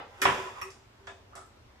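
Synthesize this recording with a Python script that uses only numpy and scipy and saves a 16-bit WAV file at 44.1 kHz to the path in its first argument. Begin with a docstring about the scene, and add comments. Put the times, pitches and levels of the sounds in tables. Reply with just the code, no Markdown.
"""Metal tongs strike and slide in a steel frying pan in a small hard kitchen, near a camera.
Over quiet room noise with a low wavering hum, a loud double clank comes at 0.22 and 0.25 s with a low thump;
a gritty slide and a few light touches follow. The pan's lowest tone swells and sinks beneath them.
Strikes are dying modes plus coloured noise, the slide random clicks, the low tones sines, the room shaped noise."""
import sys
import numpy as np
from scipy import signal
from scipy.fft import rfft, irfft
from scipy.io import wavfile
from scipy.ndimage import uniform_filter1d

SR = 44100
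rng = np.random.default_rng(int(sys.argv[2]) if len(sys.argv) > 2 else 0)


def invert_db(level):
    """Linear amplitude ratio for a level in decibels (20 dB per decade), elementwise."""
    return 10 ** (np.asarray(level, dtype=float) / 20)


def to_wav(sig):
    """Store sig (one row per channel, or 1-D mono) as 16-bit WAV at the path in sys.argv[1].

    Samples outside -1..1 are clipped; the rate is SR.
    """
    pcm = np.clip(np.atleast_2d(sig), -1, 1) * 32767
    pcm = np.round(pcm).astype(np.int16)
    wavfile.write(sys.argv[1], SR, pcm.T)  # frames by channels


N = 79380

# Modes of the pan. Each row: frequency in Hz, relative level in dB, t60 in seconds (the slide shortens it).
PAN_MODES = [(290, -17, .1), (538, -4, .5), (615, -10, .6), (672, -9, .3), (820, -5, .45), (935, -4, .3),
             (1012, 0, .6), (1140, -7, .45), (1180, -7, .5), (1224, -6, .5), (1290, -6, .4), (1402, -6, .4),
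             (1530, -5, .3), (1690, -7, .3), (1770, -5, .3), (1990, -9, .25), (2286, -4, .3),
             (2490, -6, .3), (2570, -10, .3), (2832, -7, .3), (3280, -10, .25)]
MONO_HZ = 400  # well below this both ports hear the same


def evened(x):
    """Scales to rms 1."""
    return x / np.sqrt(np.mean(x ** 2) + 1e-20)


def read(points, hz):
    """Reads a table on a log-frequency axis."""
    f, value = np.transpose(points)
    return np.interp(np.log(hz + 1), np.log(f + 1), value)


def hump_db(hz, centre_hz, octaves):
    """A bell on the octave axis, 6 dB down at the given octaves (at least 0.08) to either side."""
    return -6 * (np.log2((hz + 1) / centre_hz) / max(octaves, .08)) ** 2


def coloured(x, db):
    """Filters by a dB value for each FFT bin."""
    return irfft(rfft(x) * invert_db(db), x.shape[-1])


def add(mix, s, sound):
    """Mixes a sound in at s seconds, which may lie before zero."""
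    at = round(s * SR)
    sound = sound[:, max(-at, 0):]
    part = mix[:, max(at, 0):][:, :sound.shape[1]]
    part += sound[:, :part.shape[1]]


def air():
    """Quiet room noise with its low wavering hum, from random short-time spectra."""
    # Each row: frequency in Hz, relative level in dB per Hz.
    spectrum = [(12, -42), (20, -14.5), (102, 0), (178, -28), (210, -13.5), (539, -17.5), (637, -17),
                (773, -20.5), (840, -17), (5840, -33), (12000, -48.5), (15000, -44)]
    # Each row: frequency in Hz, left-right likeness from -1 to 1.
    likeness = [(60, 0.89), (180, 1), (540, 0.21), (1620, 0.02), (4840, -0.27), (14500, 0.3)]
    level_db, patchy_db = -56.5, 1.2
    frames, hz = N // 512 + 5, np.fft.rfftfreq(2048, 1 / SR)
    a, b, c, d, patches = rng.standard_normal((frames, 1025, 5)).T
    patches = uniform_filter1d(patches, 20, 0)
    patches = evened(uniform_filter1d(patches, 6, 1))
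    same = np.clip(read(likeness, hz), -1, 1)[:, None]
    left = a + 1j * b
    right = same * left + np.sqrt(1 - same ** 2) * (c + 1j * d)
    z = np.array([left, right]) * invert_db(read(spectrum, hz)[:, None] + patchy_db * patches)
    noise = signal.istft(z, nperseg=2048, noverlap=1536)[1][:, :N]
    return invert_db(level_db) * evened(noise)


def kitchen(x):
    """Sparse taps of random sign, each band dying at its own speed; the bass is alike at both ports."""
    # Each row: frequency in Hz, t60 in seconds.
    decay = [(100, 0.58), (400, 0.51), (1200, 0.25), (3500, 0.37), (8000, 0.4), (14000, 0.13)]
    taps = np.zeros((2, SR))
    at = np.arange(200, SR - 20, 20) + rng.integers(0, 20, (2, (SR - 201) // 20))
    np.put_along_axis(taps, at, rng.choice([-1., 1.], at.shape), 1)
    hz, t, z = signal.stft(taps, SR, nperseg=512)
    apart = (hz ** 2 / (hz ** 2 + MONO_HZ ** 2))[:, None]
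    right = np.sqrt(1 - apart ** 2) * z[0] + apart * z[1]
    t60_s = np.maximum(read(decay, hz), .05)[:, None]
    z = np.array([z[0], right]) * invert_db(-60 * t / t60_s)
    tail = signal.istft(z, SR, nperseg=512)[1]
    tail = tail / np.linalg.norm(tail, axis=1, keepdims=True)
    return signal.fftconvolve(x[None], tail, axes=1)


def drone():
    """The pan's lowest tone, a sine that swells and sinks, slightly unsteady in pitch."""
    # Each row: time in seconds, level in dB before the trim.
    swell = [(0.0, -55), (0.124, -77), (0.175, -68.5), (0.236, -33), (0.28, -27), (0.35, -46),
             (0.409, -34.5), (0.437, -49.5), (0.466, -37), (0.506, -55), (0.52, -49.5), (0.579, -70),
             (0.666, -40.5), (0.69, -43), (0.746, -64), (0.832, -60), (0.886, -78), (0.99, -72),
             (1.02, -53.5), (1.06, -56.5), (1.108, -51.5), (1.178, -61.5), (1.308, -73), (1.382, -52.5),
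             (1.554, -84), (1.654, -69), (1.8, -74)]
    pitch_hz, waver_rms_hz, trim_db = 383.7, 6.79, -4.5
    s, db = np.transpose(swell)
    waver = uniform_filter1d(rng.standard_normal(N), 1500)
    waver = evened(uniform_filter1d(waver, 1500))
    turns = np.cumsum(pitch_hz + waver_rms_hz * waver) / SR
    rms_db = np.interp(np.arange(N) / SR, s, db) + trim_db
    return np.sqrt(2) * invert_db(rms_db) * np.sin(2 * np.pi * turns)


def thump():
    """A low push as the pan knocks on the stove: a dying sine."""
    start_s, peak_db, pitch_hz, t60_s = .257, -40, 85, .3
    t = np.maximum(np.arange(N) / SR - start_s, 0)
    return invert_db(peak_db - 60 * t / t60_s) * np.sin(2 * np.pi * pitch_hz * t)


def ringing(modes, weights_db, choke_s):
    """Dying sines, cut short after choke_s; above the bass each mode has its own phase gap between the ports."""
    choked_t60_s, rise_cycles, spread_rad = .03, 3, 1.7
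    hz, db, t60 = np.transpose(modes)[:, :, None]
    t = np.arange(SR // 2) / SR
    gap = rng.uniform(-1.6, 1, (len(modes), 1))
    gap_rad = spread_rad * gap * np.tanh(hz / (2 * MONO_HZ)) ** 2
    own_decay_db = 60 * t / np.maximum(t60, .02)
    choke_db = 60 * np.maximum(t - choke_s, 0) / choked_t60_s
    size = invert_db(db + weights_db[:, None] - own_decay_db - choke_db)
    size = size * np.minimum(t * hz / rise_cycles, 1)
    return np.array([(size * np.sin(2 * np.pi * hz * t + side * gap_rad)).sum(0) for side in (-.5, .5)])


def slide():
    """Gritty clicks under the stroke, partly raw and partly ringing the pan modes near the contact's colour."""
    # Each row: time in seconds, raw grit level in dB, ringing level in dB, centre of the ringing in Hz.
    stroke = [(0, -69, -97, 900), (.12, -61.5, -60.5, 930), (.19, -55.5, -64, 920),
              (0.298, -38.5, -46, 1100), (.43, -46, -46.5, 1100), (0.476, -47.5, -47, 1070),
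              (0.529, -56.5, -58, 1180), (0.584, -49, -45, 1147), (0.636, -68, -59, 1210),
              (.67, -60, -68, 1050), (.72, -63, -95, 1460), (.76, -73, -106, 1200), (1.0, -74.5, -71, 1110),
              (1.06, -67, -108, 1000), (1.18, -93, -111.5, 1200), (1.3, -100, -82, 1330),
              (1.388, -103, -57, 1310), (1.45, -93, -74, 1260), (1.55, -105, -71.5, 1290),
              (1.8, -112, -75.5, 1290)]
    # Each row: frequency in Hz, relative level of the raw grit in dB per Hz.
    grit_colour = [(88, -67), (150, -74), (278, -75), (378, -7), (756, -2.5), (1010, -0.5), (1320, -0.5),
                   (2100, -6), (2520, -6), (3000, -12), (3450, -9.5), (4100, -23), (5000, -17), (5800, -19),
                   (6350, -19), (6900, -20.5), (7450, -18.5), (8300, -27), (14000, -30)]
    clicks_per_s, grit_db, octaves, t60_factor = 2500, 2.5, .22, .28
    s, raw_db, rung_db, centre_hz = np.transpose(stroke)
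    t, hz = np.arange(N) / SR, np.fft.rfftfreq(N, 1 / SR)
    grit = invert_db(grit_db * np.minimum(rng.exponential(1, N), 4)) * rng.choice([-1., 1.], N)
    grit = grit * (rng.random(N) < clicks_per_s / SR)
    raw = evened(coloured(grit, read(grit_colour, hz)))
    out = invert_db(np.interp(t, s, raw_db)) * raw * np.ones((2, 1))
    for f, db, t60 in PAN_MODES:
        body = ringing([(f, 0, t60_factor * t60)], np.zeros(1), 1)
        rung = evened(signal.fftconvolve(grit[None], body, axes=1)[:, :N])
        level_db = np.interp(t, s, rung_db + db + hump_db(f, centre_hz, octaves))
        out += invert_db(level_db) * rung
    return out


def blow(modes, s, ring_db, clack_db, centre_hz, octaves, choke_s):
    """A contact and its small bounces ring the object and spit a coloured clack with a sharp first tick."""
    bounce, bounces_per_s, bounce_decay_s = .2, 260, 0.005
    clack_t60_s, tick_db, tick_t60_s, rise_s = 0.061, 6.5, 0.016, 0.00022
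    port_noise = 0.67  # noise of each port's own, against 1 shared
    t = np.arange(2048) / SR
    draw = rng.random((2, 2048))
    chatter = bounce * (draw[0] < bounces_per_s / SR) * draw[1] * np.exp(-t / bounce_decay_s)
    chatter[0] = 1
    chatter = chatter / np.linalg.norm(chatter)
    weights_db = hump_db(np.transpose(modes)[0], centre_hz, octaves)
    ring = invert_db(ring_db) * ringing(modes, weights_db, choke_s)
    ring = signal.fftconvolve(ring, chatter[None], axes=1)

    t = np.arange(8192) / SR
    noise = rng.standard_normal((3, 8192))
    colour_db = hump_db(np.fft.rfftfreq(8192, 1 / SR), centre_hz, octaves)
    hiss = evened(coloured(noise[0] + port_noise * noise[1:], colour_db))
    decay = invert_db(-60 * t / clack_t60_s) + invert_db(tick_db - 60 * t / tick_t60_s)
    clack = hiss * invert_db(clack_db) * decay * np.minimum(t / rise_s, 1)
    return s, ring, clack


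def scene():
    """Metal sounds direct and through the kitchen, over the low tones and room noise."""
    # Modes of the tongs. Each row: frequency in Hz, relative level in dB, t60 in seconds.
    tongs_modes = [(1487, -4, .2), (1822, 1, .18), (2081, -7, .2), (2450, -3, .15), (2927, -8, .2),
                   (3325, -7, .2), (3798, -11, .15), (5537, -4, .5), (5826, -13, .15), (6196, -14, .1),
                   (7185, -15, .07), (7490, -14, .07), (7850, -17, .07)]
    # The tongs clink. Each row: start in seconds, ring level in dB, clack level in dB,
    # centre of the colour in Hz, its half-width in octaves, seconds until the grip chokes the ring.
    clinks = [(.217, -27, -30.5, 2930, 1.96, 0.026), (.218, -27.5, -60, 5860, 0.14, 0.053),
              (0.6142, -42, -48.5, 6500, 1.4, 0.006), (0.62, -38, -67, 5600, 0.1, 0.012),
              (0.704, -52.5, -59, 6000, 0.59, 0.01), (1.07, -61, -59, 5950, 0.44, 0.0086),
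              (1.3542, -56, -53.5, 7400, 0.51, .008), (1.461, -91, -73, 9300, 1.3, 0.0088)]
    # The pan is struck. Each row: start in seconds, ring level in dB, clack level in dB,
    # centre of the colour in Hz, its half-width in octaves, seconds until food and stove choke the ring.
    knocks = [(-.02, -48, -37.5, 894, 1.13, 0.035), (0.218, -15, -43, 292, 0.52, 0.012),
              (.220, -27.5, -31.5, 1600, 0.57, 0.023), (0.2528, -25, -24, 1880, 0.66, .2),
              (.2540, -12, -25.5, 943, 0.69, 0.0045), (.291, -31, -34, 1040, 0.2, 0.046),
              (0.614, -38, -43, 1980, 0.24, 0.0034), (0.619, -35, -49.5, 2660, 0.14, 0.014),
              (0.619, -33, -42, 1145, 0.13, 0.02), (1.07, -38.5, -50, 1686, 0.13, 0.035),
              (1.073, -47.5, -46, 1590, 0.65, 0.047), (1.074, -44.5, -55, 3320, 0.14, 0.022),
              (1.078, -52, -49, 690, 0.27, 0.041), (1.332, -40.5, -57, 1256, 0.065, 0.004),
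              (1.326, -52, -54.5, 764, .2, .004), (1.359, -71, -58, 3120, 0.8, 0.042),
              (1.358, -40, -54, 680, 0.23, 0.035), (1.352, -59, -51, 1300, 0.65, 0.013),
              (1.364, -44.5, -63, 1206, .12, 0.04), (1.378, -51, -49.5, 1280, 0.13, 0.023),
              (1.413, -56, -57, 1254, 0.054, 0.028)]
    kitchen_db, ring_send_db, left_db, lag_s = 1, -9, -2.5, .00018
    lead, lag = SR // 10, round(lag_s * SR)  # the lead holds sounds that start before zero
    rings, metal = np.zeros((2, 2, N + lead))
    for modes, rows in ((tongs_modes, clinks), (PAN_MODES, knocks)):
        for row in rows:
            s, ring, clack = blow(modes, *row)
            add(rings, s + lead / SR, ring)
            add(metal, s + lead / SR, clack)
    metal[:, lead:] += slide()
    send = (metal + invert_db(ring_send_db) * rings).mean(0)
    wet = invert_db(kitchen_db) * kitchen(send)[:, lead:lead + N]
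    left = invert_db(left_db) * (metal[0, lead - lag:][:N] + rings[0, lead:])  # the rings do not lag
    right = (metal + rings)[1, lead:]
    low = drone() + thump()
    return np.array([left, right]) + wet + np.array([np.roll(low, lag), low]) + air()


def top_cut(x):
    """Nothing passes above the cut-off."""
    return signal.sosfilt(signal.butter(12, 15110, fs=SR, output="sos"), x)


def record(dry):
    """The camera's band limits: a steep low-pass and a gentle high-pass."""
    edge_hz, low_cut_hz = 14800, 55
    cut = signal.oaconvolve(dry, signal.firwin(255, edge_hz, fs=SR)[None], "same")
    cut = signal.sosfilt(signal.butter(1, low_cut_hz, "high", fs=SR, output="sos"), cut)
    return top_cut(cut)


dry = scene()
out = record(dry)
to_wav(out)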